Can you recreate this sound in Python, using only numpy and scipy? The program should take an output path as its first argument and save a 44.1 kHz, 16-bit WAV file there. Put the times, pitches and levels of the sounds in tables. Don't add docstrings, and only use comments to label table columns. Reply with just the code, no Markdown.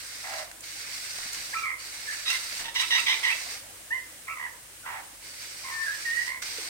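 import sys
import numpy as np
from scipy import signal
from scipy.fft import rfft, irfft, next_fast_len
from scipy.io import wavfile
from scipy.ndimage import uniform_filter1d, map_coordinates

SR = 44100
rng = np.random.default_rng(int(sys.argv[2]) if len(sys.argv) > 2 else 0)


def digitize_waveform(pressure):
    field = np.atleast_2d(pressure).T
    bounded = np.clip(field, -1, 1)
    quanta = np.round(bounded * 32767).astype(np.int16)
    wavfile.write(sys.argv[1], SR, quanta)


N = 295029

# start_s, length_s, attack_s, first_db, middle_db, last_db, slop_db
BOUTS = [(0, 0.39, 0.023, -42, -42, -37, -77), (0.64, 0.98, 0.021, -42, -37.5, -41, -62),
         (1.797, 0.816, 0.019, -41.5, -39.5, -36, -59), (2.745, .8, 0.0069, -38.5, -37.3, -38.5, -54),
         (5.27, 1, 0.089, -45.5, -41.5, -38.3, -68), (6.425, 0.25, 0.0083, -34.5, -36.5, -37.5, -52)]
# freq_hz, gain_db
THROAT = [(600, -54), (900, 4), (1500, -10.5), (1950, 12.5), (2450, 4.5), (2900, 0.5), (3400, 4),
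          (3900, -17), (6000, -46)]


def amp(db):
    return 10 ** (np.asarray(db) / 20)


def unit(x):
    return x / np.sqrt(np.mean(x ** 2) + 1e-20)


def along(points, hz):
    freqs, values = np.transpose(points)
    return np.interp(np.log(hz + 1), np.log(freqs + 1), values)


def arc(u, first, middle, last):
    return first + (last - first) * u + (middle - (first + last) / 2) * 4 * u * (1 - u)


def wobble(rate, size):
    knots = rng.standard_normal(size // 8 + 8)
    return map_coordinates(knots, [np.arange(size) * rate / SR], mode="wrap")


def turns(hz):
    return 2 * np.pi * np.cumsum(hz) / SR


def filtered(x, response):
    n = x.shape[-1]
    padded = next_fast_len(n + 8192)
    return irfft(rfft(x, padded) * response(np.fft.rfftfreq(padded, 1 / SR)), padded)[..., :n]


def coloured(x, spectrum):
    return unit(filtered(x, lambda hz: amp(along(spectrum, hz))))


def spread(pair):
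    # freq_hz, correlation
    likeness = [(60, 0.84), (150, 0.85), (380, 0.67), (950, 0.22), (2380, -0.008), (5980, -0.0053),
                (15000, -0.0051)]

    def width(hz):
        angle = np.arccos(np.clip(along(likeness, hz), -1, 1)) / 2
        return np.array([np.cos(angle), np.sin(angle)])
    mid, side = filtered(pair, width)
    return unit(np.array([mid + side, mid - side]))


def direct(x, lag_s):
    return filtered(x, lambda hz: np.exp(1j * np.pi * hz * lag_s * np.array([[1], [-1]])))


def add(track, start_s, x):
    i = max(0, round(start_s * SR))
    track[..., i:i + x.shape[-1]] += x[..., :max(0, N - i)]


def grains(count, hz, octaves, cycles, scatter_db, rise):
    onsets = (rng.random(count) * N).astype(int)
    gains = amp(scatter_db * np.minimum(rng.exponential(size=count), 4))
    pitch = np.clip(hz * 2 ** (octaves * rng.standard_normal((count, 1))), 100, SR / 3)
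    samples = np.arange(int(np.clip(5 * cycles * SR / hz, 16, 2000)))
    age = pitch * samples / SR / cycles
    waves = gains[:, None] * np.exp(-age) * np.sin(2 * np.pi * cycles * age * (1 + rise * age))
    return unit(np.bincount((onsets[:, None] + samples).ravel(), waves.ravel(), N)[:N])


def shaking(t, release_s=0.049, drip_db=-4):
    # centre_s, level_db, half_length_s
    flings = [(1.355, -47, 0.017), (2.166, -39.5, 0.075), (2.34, -33, 0.069), (2.811, -30.5, 0.019),
              (3, -36.5, 0.038), (5.44, -43, .05)]
    power = (amp(drip_db) * slopping(t)) ** 2
    power += sum((amp(db) * np.exp(-((t - centre) / half) ** 2)) ** 2 for centre, db, half in flings)
    for start, length, attack, *levels_db, _ in BOUTS:
        age = t - start
        gate = np.clip(1 + age / attack, 0, 1) * np.exp(-np.maximum(age - length, 0) / release_s)
        power += (gate * amp(arc(np.clip(age / length, 0, 1), *levels_db))) ** 2
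    return np.sqrt(power)


def patchy(x, depth_db):
    spectra = signal.stft(x, nperseg=512)[2]
    patches = uniform_filter1d(rng.standard_normal(spectra.shape[1:]), size=4, axis=0)
    patches = uniform_filter1d(patches, size=14, axis=1)
    return signal.istft(spectra * amp(depth_db * unit(patches)), nperseg=512)[1][:, :N]


def feathers():
    # freq_hz, gain_db
    spray = [(300, -35), (600, -19.5), (1100, -11), (1500, -3.5), (2100, -3), (2650, -4), (3300, -6),
             (4200, 0), (4750, -2), (5900, -0.5), (7000, -6), (8450, -1.5), (10400, -12.5), (16000, -14)]
    # centre_hz, width_hz, gain_db
    hollows = [(2150, 350, 5), (4730, 260, 6), (5800, 300, 2), (8450, 600, 2)]

    def resonances(f):
        return amp(sum(db / (1 + (2 * (f - hz) / width) ** 2) for hz, width, db in hollows))
    droplets = np.array([grains(count=9000, hz=6000, octaves=.9, cycles=1, scatter_db=2.5, rise=.02)
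                         for path in range(3)])
    swish = coloured(rng.standard_normal((3, N)) + .4 * droplets, spray)
    swish = filtered(patchy(swish, depth_db=1.1), resonances)
    ruffle_db = .35 * wobble(17, N) + .6 * wobble(38, N) + .65 * wobble(150, N)
    stereo = unit(spread(swish[:2]) + amp(-7.5) * unit(direct(swish[2], lag_s=.00041)))
    return shaking(np.arange(N) / SR) * amp(1.5 + ruffle_db) * stereo


def slopping(t, build_s=0.16, settle_s=0.24, ripple_db=-61.5):
    power = amp(ripple_db) ** 2
    for start, length, *_, slop_db in BOUTS:
        built = 1 - np.exp(-np.clip(t - start, 0, length) / build_s)
        settling = np.exp(-np.maximum(t - start - length, 0) / settle_s)
        power = power + (amp(slop_db) * built * settling) ** 2
    return np.sqrt(power)


def water(slap_attack_s=0.0052, slap_decay_s=0.083):
    # start_s, level_db
    slaps = [(1.188, -46.5), (1.37, -56), (2.596, -44.5), (6.425, -52)]
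    # freq_hz, gain_db
    bubble_eq = [(120, -60), (200, -20), (314, -21.5), (1180, -10), (1430, -24), (1600, -28), (2080, -33),
                 (3520, -120)]
    # freq_hz, gain_db
    churn_eq = [(250, -3), (600, -7), (1500, -4.5), (3000, -17), (6000, -19)]
    t = np.arange(N) / SR
    bubbles = np.array([grains(count=1800, hz=601.6, octaves=.677, cycles=8.24, scatter_db=-2, rise=.0823)
                        for ear in "LR"])
    churn = np.array([grains(count=8000, hz=1600, octaves=.7, cycles=2.5, scatter_db=2.5, rise=.04)
                      for ear in "LR"])
    stirred = np.zeros(N)
    for start, db in slaps:
        attack = np.clip((t - start) / slap_attack_s + 1, 0, 1)
        stirred += amp(db) * attack * np.exp(-np.maximum(t - start, 0) / slap_decay_s)
    slop = slopping(t) * spread(coloured(bubbles, bubble_eq))
    return slop + stirred * spread(coloured(churn, churn_eq))


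def outdoors():
    # pitch_hz, level_db
    partials = [(48.4, -67.5), (96.9, -70)]
    # freq_hz, gain_db
    air = [(22, -30), (45, -8), (115, -5), (250, -12.5), (320, -3.5), (394, -22), (512, -5.5), (850, -16),
           (1650, -3.5), (4400, -8), (7000, -6), (8600, -1.5), (12200, -11), (15800, -10)]
    t = np.arange(N) / SR
    hum = sum(amp(db) * unit(np.sin(2 * np.pi * hz * t + .08 * wobble(2.4, N))) for hz, db in partials)
    hiss = amp(-46 + 0.75 * wobble(5.36, N)) * spread(coloured(rng.standard_normal((2, N)), air))
    return hum + hiss


def sing(calls, voice, fade_s):
    track = np.zeros(N)
    t = np.arange(SR // 2) / SR - fade_s
    for start, length, *shape in calls:
        gate = np.clip(1 + np.minimum(t, length - t) / fade_s, 0, 1)
        add(track, start - fade_s, gate * voice(np.clip(t / length, 0, 1), length, *shape))
    return track


def swell(u, swell_db, arch_db=2.5):
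    return arc(u, -arch_db, 0, -arch_db) + swell_db * (u - .5)


def flutter(rate_hz, uneven, size):
    phase = turns(rate_hz * (1 + uneven * wobble(40.8, size)))
    return phase, unit((1 + np.cos(phase)) * amp(0.73 * wobble(53.5, size)))


def growls():
    # start_s, length_s, first_hz, last_hz, tone_db, rasp_db, swell_db
    calls = [(.24, .195, 852, 623, -43, -40.5, 0), (4.86, .14, 1040, 798, -41.5, -38.5, -5.5)]
    # freq_hz, gain_db
    rasp_eq = [(600, -26), (950, -11), (1300, -12.5), (2100, -6.5), (2600, -16), (3200, -23), (6000, -35)]
    # freq_hz, gain_db
    gullet = [(430, -29), (600, -4)]

    def voice(u, length, first_hz, last_hz, tone_db, rasp_db, swell_db):
        n = len(u)
        pitch = first_hz * (last_hz / first_hz) ** u
        beat, pulses = flutter(rate_hz=72, uneven=0.058, size=n)
        phase = turns(pitch * (1 - .12 * np.sin(beat) + .075 * wobble(800, n)))
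        tone = coloured(pulses * np.sin(phase), gullet)
        noise = coloured(rng.standard_normal(n) * (1 + 0.29 * np.cos(phase)), rasp_eq)
        rasp = unit((pulses + 5.5) * noise)
        return amp(swell(u, swell_db) + 2.5) * (amp(tone_db) * tone + amp(rasp_db) * rasp)
    return sing(calls, voice, fade_s=.008)


def tub():
    # start_s, level_db, body_relative_db
    ticks = [(0.5144, -60, 3), (0.607, -55, -11), (1.331, -48, -25), (1.344, -50, -16), (2.302, -42, -6),
             (3.0007, -47, -11), (6.4249, -52.5, 3)]
    # start_s, level_db
    bumps = [(6.584, -32.5)]
    # pitch_hz, level_db, t60_s
    modes = [(357, -12, 0.2), (453, 6.5, 0.044), (500, -5, 0.089)]
    track = np.zeros((2, N))
    t = np.arange(SR // 4) / SR

    def burst(eq, t60_s):
        return coloured(rng.standard_normal((2, len(t))), eq) * amp(-60 * t / t60_s)
    for start, db, body_db in ticks:
        crack = burst([(3000, -27), (7000, 4), (15000, -14)], t60_s=0.027)
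        body = burst([(600, -17), (1500, 6), (4500, -4), (7000, -39)], t60_s=0.015)
        add(track, start, amp(db + 18.5) * (crack + amp(body_db + 1) * body))
    ring = sum(amp(db - 60 * t / t60) * np.sin(2 * np.pi * hz * t) for hz, db, t60 in modes)
    soft_attack = 1 - np.exp(-t / 0.0024)
    for start, db in bumps:
        add(track, start, amp(db - 5) * soft_attack * ring)
    return track


def whines(trill_growth=0.36):
    # start_s, length_s, first_hz, middle_hz, last_hz, level_db, swell_db,
    # fundamental_relative_db, trill_depth
    calls = [(1.537, 0.0091, 847, 1010, 1160, -26.5, -3, -12, 0.36),
             (1.566, 0.052, 1181, 1194, 1170, -32, -13, -12, 0.66),
             (1.632, 0.11, 1153, 1074, 1050, -27.5, -8, -17.5, 0.67),
             (2.08, 0.088, 882, 886, 854, -35, -15, -39, 0.58),
             (3.911, 0.076, 877, 1035, 971, -27.5, -10.5, -19.5, 0.08),
             (4.277, 0.062, 1073, 1151, 1085, -33, -5, -10, 1),
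             (4.365, 0.11, 1045, 992, 943, -35, 5, -8.5, 0.92),
             (5.645, 0.17, 1058, 1079, 1025, -41, -9, -1, 1),
             (5.862, 0.083, 864, 826, 913, -28.5, -6, -39, .6),
             (6.055, 0.081, 956, 917, 978, -26.5, -3, -35, 0.05),
             (6.16, 0.073, 943, 950, 958, -25, -3, -29, 0.32),
             (6.272, 0.11, 977, 1043, 1016, -32, -6, -13.5, 0.77)]

    def voice(u, length, first_hz, middle_hz, last_hz, db, swell_db, fundamental_db, trill):
        n = len(u)
        pitch = arc(u, first_hz, middle_hz, last_hz)
        depth = np.clip(trill * (1 + trill_growth * (u - .5)), 0, 1)
        beat, pulses = flutter(rate_hz=74, uneven=0.09, size=n)
        bend = depth * (0.029 * np.sin(beat) + 0.061 * wobble(700, n))
        phase = turns(pitch * (1 + bend + 0.006 * wobble(190.5, n)))
        windpipe = amp(-16.5) / np.hypot(1, (3 * pitch - 2950) / 70)
        tone = np.sin(2 * phase) + amp(fundamental_db) * np.sin(phase) + windpipe * np.sin(3 * phase)
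        rasp = amp(-24) * depth * coloured(rng.standard_normal(n), THROAT)
        chop = 1 - depth + depth * pulses
        return amp(db + swell(u, swell_db) + 3) * chop * (tone + rasp)
    return sing(calls, voice, fade_s=0.0063)


def whistles():
    # start_s, length_s, first_hz, last_hz, level_db, swell_db
    calls = [(1.556, 0.048, 1333, 1283, -34, -11), (1.622, 0.053, 1313, 1228, -35, -2),
             (4.29, 0.14, 1320, 1160, -44, -14), (4.842, 0.014, 1440, 1390, -41.5, -3),
             (5.705, 0.13, 1806, 1791, -31.5, 18)]

    def voice(u, length, first_hz, last_hz, db, swell_db):
        pitch = first_hz + (last_hz - first_hz) * u
        slack = np.clip(1 - pitch / 1850, 0, 1)
        phase = turns(pitch * (1 + (0.0056 + 0.098 * slack) * wobble(626, len(u))))
        tone = unit(np.sin(phase) + amp(-30) * np.sin(2 * phase))
        return amp(db + swell_db * (u - .5) - 0.5) * tone
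    return sing(calls, voice, fade_s=0.012)


def screech(pitch, fundamental_db, treble_db, rough):
    # freq_hz, gain_db
    beak = [(2400, -17), (2800, 14), (3300, 10), (3750, 19), (4500, -5.5), (5100, 3), (5700, 7.5),
            (7000, -12), (10000, -15.5), (15000, -10)]
    n = len(pitch)
    phase = turns(pitch * (1 + rough * 0.0374 * wobble(915, n) + 0.007 * wobble(125, n)))
    chaos = np.clip(0.47 * rough, 0, 1)

    def smear(tone, eq):
        hiss = coloured(rng.standard_normal(n) * (1 + 0.67 * np.cos(phase)), eq)
        return np.sqrt(1 - chaos) * tone + np.sqrt(chaos) * hiss
    fundamental = amp(fundamental_db - 16.5) * unit(np.sin(phase))
    core = smear(unit(np.sin(2 * phase)), THROAT)
    overtones = sum(np.sin(k * phase) for k in range(3, 10))
    treble = amp(treble_db) * smear(coloured(overtones, beak), beak)
    shudder = amp(2.2 * rough * wobble(220, n))
    return shudder * (fundamental + core + treble)


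def squawks(push_db=4, screech_db=6, dulling_db_per_octave=14.5, settle_s=0.0098):
    # start_s, length_s, first_hz, held_hz, last_hz, level_db, swell_db,
    # fundamental_relative_db, treble_relative_db, roughness
    calls = [(2.258, 0.058, 1324, 1273, 1380, -31, 7, 3.5, -0.5, .65),
             (2.326, 0.031, 1007, 1037, 1050, -28, 0, -3, -38, 0.48),
             (2.595, 0.021, 945, 900, 897, -43, -2, 9, -4, 0.86),
             (2.645, 0.053, 937, 909, 908, -39, -3, 12, -2.5, 1.2),
             (2.753, 0.097, 1147, 953, 1335, -30, -3.5, 2.5, 0, 0.88),
             (2.909, .095, 968.4, 940.6, 1335, -25, 0.5, 0, -3.5, 0.61),
             (3.065, 0.079, 1287, 1007, 1210, -23.5, 1.5, -15, -2, 0.76),
             (3.235, 0.096, 1128, 985, 1332, -23.5, -3, -15, -11.5, 0.54)]
    pushes = [(.15, 0.058), (.68, 0.25)]

    def voice(u, length, first_hz, held_hz, last_hz, db, swell_db, fundamental_db, treble_db, rough):
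        effort = sum(np.exp(-((u - centre) / width) ** 2) for centre, width in pushes)
        settling = np.exp(-u * length / settle_s)
        flick = 1 / (1 + np.exp((.72 - u) / 0.0642))
        pitch = held_hz + (first_hz - held_hz) * settling + (last_hz - held_hz) * flick
        level_db = db + push_db * (effort - 1) + swell_db * (u - .5)
        dulling_db = dulling_db_per_octave * np.log2(pitch / held_hz)
        bright_db = treble_db + screech_db * (1 - effort) - dulling_db
        roughness = rough * np.clip(1.55 - 0.61 * effort, 0, 2)
        return amp(level_db + 2.5) * screech(pitch, fundamental_db, bright_db, roughness)
    return sing(calls, voice, fade_s=.006)


def pen(x, lag_s, near_db, near_t60_s, tail_db):
    # freq_hz, t60_s
    decay = [(200, 0.057), (1000, 0.64), (2200, 0.37), (5000, 0.47), (12000, 0.025)]
    hz, t, spectra = signal.stft(rng.standard_normal((2, SR // 2)), SR, nperseg=256)
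    tail = signal.istft(spectra * amp(-60 * t / along(decay, hz)[:, None]), SR, nperseg=256)[1]
    age = np.arange(tail.shape[1]) / SR
    near = rng.standard_normal(tail.shape) * amp(-60 * age / near_t60_s) * (age > .001)
    echo = amp(near_db) * near / np.linalg.norm(near[0]) + amp(tail_db) * tail / np.linalg.norm(tail[0])
    return amp(-4.5) * direct(x, lag_s) + signal.fftconvolve(x[None], echo, axes=1)[:, :N]


def scene():
    bird = squawks() + whines() + whistles() + growls()
    calls = pen(bird, lag_s=.00012, near_db=-8, near_t60_s=.035, tail_db=-11)
    return calls + feathers() + water() + tub() + outdoors()


def record(dry, top_hz=15850):
    # freq_hz, left_minus_right_db
    tilt = [(100, -3.5), (500, -3), (1100, -1), (2000, -5.5), (3200, -6), (5000, -2.5), (6500, -2.5),
            (8200, 4), (10500, 1), (15000, 1)]

    def microphones(hz):
        gains = amp(along(tilt, hz) * np.array([[.5], [-.5]]))
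        return gains / np.sqrt(np.mean(gains ** 2, axis=0)) * (hz < top_hz)
    return filtered(dry, microphones)


dry = scene()
out = record(dry)
digitize_waveform(out)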